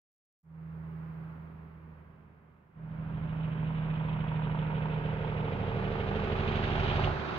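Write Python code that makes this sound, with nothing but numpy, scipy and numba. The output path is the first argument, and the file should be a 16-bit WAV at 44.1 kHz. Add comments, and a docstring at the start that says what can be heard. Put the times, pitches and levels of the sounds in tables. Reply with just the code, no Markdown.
"""A six-cylinder diesel truck comes down a country road, heard from a porch through a phone.
First its exhaust drones smoothly over the roar of the tyres. The driver lifts off, and the phone's slow
noise gate turns the quieter sound down. At 2.7 s the engine brake bites and the gate opens again:
uneven cylinders throb, ring the exhaust stack and bark, while the valves rasp and rattle.
The engine slows and the truck draws near; just after 7 s the brake is released."""
import sys
import numpy as np
from scipy import signal
from scipy.fft import rfft, irfft, next_fast_len
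from scipy.io import wavfile
from scipy.ndimage import uniform_filter1d
from numba import njit

SR = 44100
rng = np.random.default_rng(int(sys.argv[2]) if len(sys.argv) > 2 else 0)


def pcm_store(signal):
    """Save signal as 16-bit PCM."""
    levels = np.round(np.clip(np.atleast_2d(signal), -1, 1) * 32767)
    wavfile.write(sys.argv[1], SR, levels.astype(np.int16).T)


N = 325458
TIME = np.arange(N) / SR
BRAKE_ON_S, BRAKE_OFF_S = 2.725, 7.06

# Engine speed as heard; each cylinder fires once a cycle: (time [s], cycles per second [Hz])
ENGINE_SPEED = [(0, 13.43), (1.65, 13.41), (2.3, 13.0), (2.85, 13.26), (3.7, 13.14), (4.9, 12.897),
                (5.5, 12.706), (6.1, 12.575), (7.38, 12.37)]
# The driver lifts off in two steps: (time [s], throttle [0-1])
PEDAL = [(0.7, 0.98), (1.3, 0.61), (1.5, 0.54), (2.04, 0.43), (2.15, 0.24)]
def truck(first_cylinder_s=4.932):
    """The engine's sounds all follow one turning crankshaft; the tyres roll beneath them."""
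    cycle = np.cumsum(curves(ENGINE_SPEED)[0]) / SR
    cycle -= np.interp(first_cylinder_s, TIME, cycle)  # whole numbers: the first cylinder opens
    throttle = curves(PEDAL)[0]
    brake = engine_brake(attack_s=0.061, lag_s=0.031, release_s=0.069)  # the exhaust answers quickly
    valves = engine_brake(attack_s=0.64, lag_s=0, release_s=0.026)  # valve noise grows slowly
    metres, distance_db, near, doppler = approach()
    db = {name: voice_db(name, throttle, valves if name in ("rasp", "rattle") else brake, distance_db)
          for name in ENGINE_VOICES}
    exhaust = boom(cycle, throttle, brake, metres) * undb(db["boom"]) + rumble(db["rumble"])
    exhaust += stack_ring(cycle, brake, near, db["ring"])
    exhaust += bark(cycle, brake, db["bark"]) + pops(cycle, brake, db["bark"])
    clatter = valve_clatter(cycle, valves, near, db["rasp"], db["rattle"])
    return exhaust + clatter + tyres(distance_db, doppler, near)

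def engine_brake(attack_s, lag_s, release_s):
    """The brake (0-1) bites, holds, and dies away lag_s after it is released."""
    attack = np.clip((TIME - BRAKE_ON_S) / attack_s, 0, 1)
    return attack * np.exp(-np.maximum(TIME - BRAKE_OFF_S - lag_s, 0) / release_s)

def approach(speed_m_s=15.72, passes_s=8.13, road_m=16.5, far_m=56.8, close_m=12):
    """A steady drive down a straight road: distance, gain, nearness (0-1) and Doppler pitch factor."""
    metres = np.hypot(speed_m_s * (passes_s - TIME), road_m)
    near = np.sqrt(np.clip((far_m - metres) / (far_m - close_m), 0, 1))
    doppler = 1 / (1 + np.gradient(metres, TIME) / 343)
    return metres, 20 * np.log10(50 / metres), near, doppler

# Base levels of the engine's sounds at 50 m, by name:
# (coasting [dB], pulling [dB], braking [dB], growth [power of 1/distance], ringing stretch [dB])
ENGINE_VOICES = {"boom": (-63, -36, -31, 0.2118, -4), "rumble": (-44, -67, -45.5, 0.27, 2.5),
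                 "ring": (-64.5, -63.5, -50, 1.0, 8), "bark": (-55.5, -60, -47, 1.2349, -1.5),
                 "rasp": (-61, -64, -55, 1.63, -1.5), "rattle": (-73, -79.5, -57.5, 2, -5.5)}
def voice_db(name, throttle, brake, distance_db):
    """A sound's level follows the throttle and brake, and grows as the truck nears."""
    coasting_db, pulling_db, braking_db, growth, stretch_db = ENGINE_VOICES[name]
    driving = (1 - throttle) * undb(coasting_db) + throttle * undb(pulling_db)
    build_up_db = -4 * np.exp(-np.maximum(TIME - BRAKE_ON_S, 0) / 0.56)
    effort = (1 - brake) * driving + brake * undb(braking_db + build_up_db)
    # along one stretch of road the stack's ring carries best and the boom sags
    stretch = np.exp(-((TIME - 5.76) / 0.7) ** 2 / 2)
    return 20 * np.log10(effort) + growth * distance_db + stretch_db * stretch

# Cylinders in firing order: (lateness [firing intervals], boom [dB], ring [dB], bark [dB], rasp [dB])
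CYLINDER_PULSES = [(0, -0.5, 2.5, -1.5, -1), (0, 4.5, -3.5, -13.5, -12), (0.05, -1.5, 2, -6, -3.5),
                   (.15, -12, 5, -10, 2), (0, 8.5, 1.5, -12.5, -3), (0, 8.5, 2, -10.5, -11.5)]
RING_COLUMN, BARK_COLUMN, RASP_COLUMN = 2, 3, 4
# The exhaust's tones:
# (pitch [times the cycle rate], pulling [dB], braking far [dB], braking midway [dB], braking close [dB])
EXHAUST_TONES = [(3, -39.5, -13, -9, -4.5), (4, -38, -22.5, -17.5, -16.5), (5, -26, -23.5, -25, -20),
                 (6, -7, -12.5, -23, -6), (7, -31.5, -14, -5.5, -0.5), (8, -53, -17.5, -11.5, -17),
                 (9, -20, -8, -7.5, -5.5), (10, -15.5, -10, -8.5, -11.5), (11, -34.5, -19.5, -13.5, -15),
                 (12, 4, 3, -7.5, -2), (13, -35, -19.5, -28, -32.5), (14, -36, -17.5, -24.5, -24.5),
                 (15, -23.5, -10, -3.5, -21), (16, -35, -21.5, -17.5, -16), (17, -38, -22, -28.5, -20),
                 (18, -25, -25.5, -28.5, -18.5), (20, -29.5, -21, -20, -24.5), (21, -25, -32, -19.5, -25.5),
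                 (22, -33.5, -24, -29, -18)]
# A reflection swells one band of the boom: (time [s], centre [Hz], gain [dB])
REFLECTION = [(5.6, 189, -1), (6.0, 199, 7.5), (6.25, 216, 12.5), (6.6, 220.4, 14), (6.9, 232, 1)]
def boom(cycle, throttle, brake, metres, close_m=32.9, midway_m=42.4, far_m=52, swell_width_hz=26):
    """Low exhaust tones: even under power, lumpy when the brake dumps each cylinder's air."""
    late, pulse_db = np.transpose(CYLINDER_PULSES)[:2]
    opening = (np.arange(6) + late - 0.499) / 6
    soft = np.clip((0.61 - throttle) / 0.16, 0, 1)
    cycle_hz = curves(ENGINE_SPEED)[0]
    swell_hz, swell_db = curves(REFLECTION)
    tones = np.zeros(N)
    for k, pulling_db, far_db, midway_db, close_db in EXHAUST_TONES:
        # little throttle makes soft pulses, which lose their higher tones
        pulling = undb(pulling_db - 10 * soft * min(np.log2(k / 6), 1))
        braking = np.interp(metres, [close_m, midway_m, far_m], undb([close_db, midway_db, far_db]))
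        lift_db = swell_db * np.exp(-((k * cycle_hz - swell_hz) / swell_width_hz) ** 2)
        waver_db = wander(5) + 1.25 * brake * wander(24)
        size = ((1 - brake) * pulling + brake * braking) * undb(lift_db + waver_db)
        # the six pulses set each tone's timing; the open pipe flips and smears it
        timing = np.angle(np.sum(undb(pulse_db) * np.exp(-2j * np.pi * k * opening)))
        smear = 0.03 * rng.standard_normal()
        tones -= size * np.cos(2 * np.pi * (k * cycle + smear) + timing)
    return set_level(two_mics(tones), 0)

# The deep noise under the tones: (frequency [Hz], level [dB])
RUMBLE_SPECTRUM = [(15, -23.5), (40, -8), (80, -8.5), (130, 0.5), (200, -1), (235, -6.5), (290, -17),
                   (500, -19), (1500, -76.5)]
def rumble(db):
    """A rough, low noise: most of what is left of the engine while it coasts."""
    return two_mics(unit(colour(rng.standard_normal(N), RUMBLE_SPECTRUM))) * undb(db)

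# The stack's lowest resonance sinks during braking: (time [s], pitch [Hz], ring gain [dB])
STACK_NOTE = [(2.8, 544, -5), (3.9, 517, -4), (4.7, 481.5, 0), (5.2, 459, 0), (5.7, 433, -1),
              (6.3, 409.4, 2), (7.0, 384, 0)]
def stack_ring(cycle, brake, near, db):
    """Kicks and puffs of gas ring the stack, the truck's upright exhaust pipe."""
    stack_hz, ring_db = curves(STACK_NOTE)
    # under braking the pitch swoops once in every engine cycle
    swoop = 0.3 * (1 - near / 2) * brake * (0.42 - (cycle - 0.27) % 1)
    hz = stack_hz * (1 + swoop + 0.018 * wander(19))
    hz = uniform_filter1d(uniform_filter1d(hz, SR // 100), SR // 100)
    def ring(x):
        return set_level(resonate(resonate(x, hz, 100), hz, 170), 0)
    burble = stereo_gas(cycle, repeat=0.37 + 0.45 * brake + 0.17 * near, drift_hz=1.29, scattered=0.03)
    burble *= puffs(cycle, brake, RING_COLUMN, rise=0.17, decay=1.0, floor=0.44)
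    knocks = kicks(cycle, RING_COLUMN, delay_cycles=0.0042, uneven_db=3)
    return set_level(brake * ring(knocks) + undb(-1) * ring(burble), db + brake * ring_db)

# The tone colour of the bark and pops: (frequency [Hz], level [dB])
BARK_SPECTRUM = [(150, -28), (260, -11), (330, -7), (400, -3), (470, -5), (555, 2), (620, 2), (690, 5),
                 (780, -1), (910, 2.5), (1050, -1), (1300, -2), (1600, -2), (2000, -22.5), (3200, -35),
                 (6000, -69.5)]
def bark(cycle, brake, db):
    """Rushing gas leaves the stack; the brake chops it into hard, barking puffs."""
    rush = stereo_gas(cycle, repeat=0.1 + 0.76 * brake, drift_hz=0.881, scattered=0.36)
    rush *= puffs(cycle, brake, BARK_COLUMN, rise=0.12, decay=0.63, floor=0.2)
    return set_level(colour(rush, BARK_SPECTRUM), db)

# How clearly the pops carry: (time [s], level against the bark [dB])
POP_LEVEL = [(2.8, -7), (4.2, -0.5), (4.8, -1), (5.1, -5), (5.5, -3.5), (6.3, -6.5), (6.9, -0.5)]
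def pops(cycle, brake, bark_db, echo_s=0.00505):
    """Kicks pop in the stack's second resonance; the porch echoes each one just after."""
    hz = 1.913 * curves(STACK_NOTE)[0]
    direct = kicks(cycle, BARK_COLUMN, delay_cycles=0.0249, uneven_db=2.5)
    echo = np.array([np.interp(TIME - echo_s, TIME, side) for side in direct])
    ringing = resonate(resonate(direct + undb(-10) * echo, hz, 190), hz, 380)
    return set_level(colour(ringing, BARK_SPECTRUM), bark_db + curves(POP_LEVEL)[0]) * brake

def kicks(cycle, column, delay_cycles, uneven_db):
    """A sharp jump in pressure as each cylinder's valve opens, no two quite alike."""
    clicks = np.zeros(N)
    for k, row in enumerate(CYLINDER_PULSES):
        openings = np.floor(cycle - delay_cycles - (k + row[0]) / 6)
        clicks += np.diff(openings, prepend=openings[0]) * undb(row[column])
    clicks *= undb(uneven_db * wander(60))
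    return two_mics(signal.sosfilt(signal.butter(2, 2500, fs=SR, output="sos"), clicks))

def puffs(cycle, brake, column, rise, decay, floor):
    """Under braking each cylinder's puff swells and dies (rise and decay in firing intervals)."""
    power = floor ** 2
    turn = np.linspace(0, 1, 1024)
    for k, row in enumerate(CYLINDER_PULSES):
        age = (turn * 6 - k - row[0]) % 6
        puff = undb(row[column]) * (1 - np.exp(-(age / rise) ** 2)) * np.exp(-age / decay)
        power += puff ** 2
    return np.sqrt(brake * np.interp(cycle % 1, turn, power / power.mean()) + 1 - brake)

def gas(cycle, repeat, drift_hz, size=3400):
    """Swirling gas: one share repeats each cycle and slowly changes, the rest is fresh noise."""
    patterns = rng.standard_normal((64, size))
    place = TIME * drift_hz
    i, blend = place.astype(int) % 63, place % 1 * np.pi / 2
    spot = (cycle % 1 * size).astype(int)
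    steady = patterns[i, spot] * np.cos(blend) + patterns[i + 1, spot] * np.sin(blend)
    return np.sqrt(repeat) * steady + np.sqrt(1 - repeat) * rng.standard_normal(N)

def stereo_gas(cycle, repeat, drift_hz, scattered):
    """Gas noise at both microphones; the share that comes by other paths repeats too."""
    direct, left, right = (gas(cycle, repeat, drift_hz) for _ in range(3))
    return np.sqrt(1 - scattered) * two_mics(direct) + np.sqrt(scattered) * np.array([left, right])

# The valve noise rises and falls a little during braking: (time [s], gain [dB])
CLATTER_LEVEL = [(2.8, 0.5), (4.2, 1.5), (5.3, 0.5), (6.2, 0.5), (6.55, 1.5), (7.05, -0.5)]
def valve_clatter(cycle, valves, near, rasp_db, rattle_db):
    """Rasping gas and rattling metal together, a little louder on the right."""
    clatter = rasp(cycle, valves, near, rasp_db) + rattle(cycle, valves, rattle_db)
    return pan(clatter, left_db=-1.5) * undb(valves * curves(CLATTER_LEVEL)[0])

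# The rasp from far off and from close by: (frequency [Hz], level [dB])
FAR_RASP_SPECTRUM = [(700, -26.5), (1400, 0), (1900, 6.5), (2600, 5.5), (3200, -3.5), (3700, -14.5),
                     (4200, -24.5), (5000, -30), (6200, -44.5), (8500, -60)]
NEAR_RASP_SPECTRUM = [(700, -24.5), (1400, 3.5), (1900, -0.5), (2700, -3.5), (3300, -5.5), (3900, -4),
                      (4500, -9.5), (5300, -18.5), (6500, -25.5), (7600, -39), (8500, -62)]
def rasp(cycle, valves, near, db):
    """Gas tears past the valves in uneven bursts; its treble only carries from close by."""
    bursts = scatter(gas(cycle, repeat=0.2, drift_hz=3.5), 0.51)
    bursts *= puffs(cycle, valves, RASP_COLUMN, rise=0.52, decay=0.63, floor=0.27)
    bursts *= undb((0.5 + 0.88 * near) * wander(110))
    bright = near ** 2.2
    far, close = colour(bursts, FAR_RASP_SPECTRUM), colour(bursts, NEAR_RASP_SPECTRUM)
    return set_level((1 - bright) * far + bright * close, db)

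# The notes the valve gear rings with: (pitch [Hz], width [Hz], level [dB])
METAL_NOTES = [(2540, 190, 2.5), (2885, 340, 5), (3182, 42, 2.5), (3470, 31, -5.5), (3530, 16, -4.5),
               (3810, 30, -14)]
def rattle(cycle, valves, db):
    """The brake slams the valve gear: clusters of small hits make the metal ring."""
    jolts = stereo_gas(cycle, repeat=0.45, drift_hz=1.6, scattered=0.45)
    hits = jolts * np.abs(jolts) * puffs(cycle, valves, RASP_COLUMN, rise=0.45, decay=0.5, floor=0.21)
    hits *= undb(3 * wander(90))
    ringing = sum(undb(note_db) * resonate(hits, np.full(N, float(hz)), width)
                  for hz, width, note_db in METAL_NOTES)
    band = signal.butter(6, [2200, 4000], "band", fs=SR, output="sos")
    return set_level(signal.sosfilt(band, ringing), db)

# The tyres' roar, and the treble it loses from far off: (frequency [Hz], level [dB])
TYRE_SPECTRUM = [(40, -14), (100, 1.5), (390, 7), (520, 3), (700, 1), (1000, 4.5), (1200, 3), (1450, 1),
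                 (1750, -3.5), (2100, -6), (3000, -23), (4000, -23), (5000, -26.5), (6500, -43.5),
                 (9000, -67)]
TREBLE_LOSS = [(2300, 0), (3200, -3), (4200, -5), (7000, -7.5)]
def tyres(distance_db, doppler, near, tread_hz=377.5):
    """A broad roar from the road, duller from far off; the tread sings as the truck comes close."""
    roar = set_level(colour(scatter(rng.standard_normal(N), 0.85), TYRE_SPECTRUM), -49)
    roar = near * roar + (1 - near) * colour(roar, TREBLE_LOSS)
    tread = resonate(scatter(rng.standard_normal(N), 0.097), tread_hz * doppler, 1.6)
    return (roar + set_level(tread, -62.5 + 6 * near)) * undb(1.034 * distance_db)

def scatter(x, share):
    """Trees, road and porch turn a share of a noise into sound that differs at each microphone."""
    return np.sqrt(1 - share) * two_mics(x) + np.sqrt(share) * rng.standard_normal((2, N))

# How far the right microphone lags the left: (frequency [Hz], phase [radians])
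MIC_LAG = [(0, 0), (260, 0.0), (780, 1.03), (1640, 2), (1890, 2.5), (2150, 4), (3100, 5), (3450, 6),
           (4130, 8), (4740, 8), (6800, 13.5), (7410, 13.5), (10800, 11.5), (15200, 11)]
def two_mics(x):
    """The sound comes from the left and reaches the right microphone a little later."""
    size = next_fast_len(N + 8192)
    lag = np.interp(np.fft.rfftfreq(size, 1 / SR), *np.transpose(MIC_LAG))
    return np.array([x, irfft(rfft(x, size) * np.exp(-1j * lag), size)[:N]])

# The phone's own hiss: (frequency [Hz], level [dB])
HISS_SPECTRUM = [(1500, -32), (4000, -5), (8500, -13), (9800, -9.5), (11000, -0.5), (12500, 0), (15500, 0)]
def phone_hiss():
    """A faint, high hiss, separate in each channel."""
    hiss = unit(colour(rng.standard_normal((2, N)), HISS_SPECTRUM))
    return pan(hiss * undb(-80.5), left_db=-0.5)

def noise_gate(x, awake, threshold_db=-41, shut_db=-21, response_s=0.3):
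    """Silent until awake, the gate slowly opens on loud sound and turns quiet sound down."""
    heard_db = 10 * np.log10(uniform_filter1d(x.mean(axis=0) ** 2, SR // 10))
    opening = (1 + np.tanh((heard_db - threshold_db) / 2)) / 2
    wanted = (opening + (1 - opening) * undb(shut_db)) * awake
    step = 1 / (response_s * SR)
    return x * signal.lfilter([step], [1, step - 1], wanted)

def undb(db):
    """Decibels to gain."""
    return 10 ** (np.asarray(db) / 20)

def curves(table):
    """Each column after the time as one value per sample."""
    times, *columns = np.transpose(table)
    return [np.interp(TIME, times, column) for column in columns]

def unit(x):
    """Scale to an average power of one."""
    return x / np.sqrt(np.mean(x ** 2))

def set_level(x, db):
    """Hold the two channels' average at a level, taken over a quarter of a second."""
    return x * undb(db) / np.sqrt(uniform_filter1d(x.mean(axis=0) ** 2, SR // 4))

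def pan(x, left_db):
    """Raise the left channel against the right; a negative value favours the right."""
    return x * undb(np.array([[left_db], [-left_db]]) / 2)

def colour(x, spectrum):
    """Filter by (frequency [Hz], level [dB]) points."""
    hz, db = np.transpose(spectrum)
    size = next_fast_len(N + 8192)
    bins = np.maximum(np.fft.rfftfreq(size, 1 / SR), 1)
    gain = undb(np.interp(np.log(bins), np.log(hz), db))
    return irfft(rfft(x, size) * gain, size)[..., :N]

def wander(rate_hz):
    """A smooth random drift, about one in size."""
    points = rng.standard_normal(512)
    place = TIME * rate_hz
    i = place.astype(int)
    ease = (1 - np.cos(np.pi * (place - i))) / 2
    return points[i % 512] * (1 - ease) + points[(i + 1) % 512] * ease

@njit
def bandpass(x, hz, width_hz):
    """Let through a band around a moving pitch."""
    out, band, low = np.empty(len(x)), 0., 0.
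    for i in range(len(x)):
        tuning, damping = np.tan(np.pi * hz[i] / SR), width_hz / hz[i]
        swing = (band + tuning * (x[i] - low)) / (1 + tuning * (tuning + damping))
        band, low = 2 * swing - band, low + 2 * tuning * swing
        out[i] = damping * swing
    return out

def resonate(x, hz, width_hz):
    """One resonance in both channels; the narrower it is, the longer it rings."""
    return np.array([bandpass(side, hz, float(width_hz)) for side in x])

def scene():
    """The truck from the porch, where the left microphone is a little shaded."""
    return pan(truck(), left_db=-3.5)

def record(dry, top_hz=15650):
    """The phone adds hiss, gates the sound over its faint noise floor and cuts the highest treble."""
    awake = TIME > 0.43
    gated = noise_gate(dry + phone_hiss(), awake)
    floor = undb(np.where(awake, -94.5, -106)) * rng.standard_normal((2, N))
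    return signal.sosfilt(signal.ellip(10, 0.2, 80, top_hz, fs=SR, output="sos"), gated + floor)

dry = scene()
out = record(dry)
pcm_store(out)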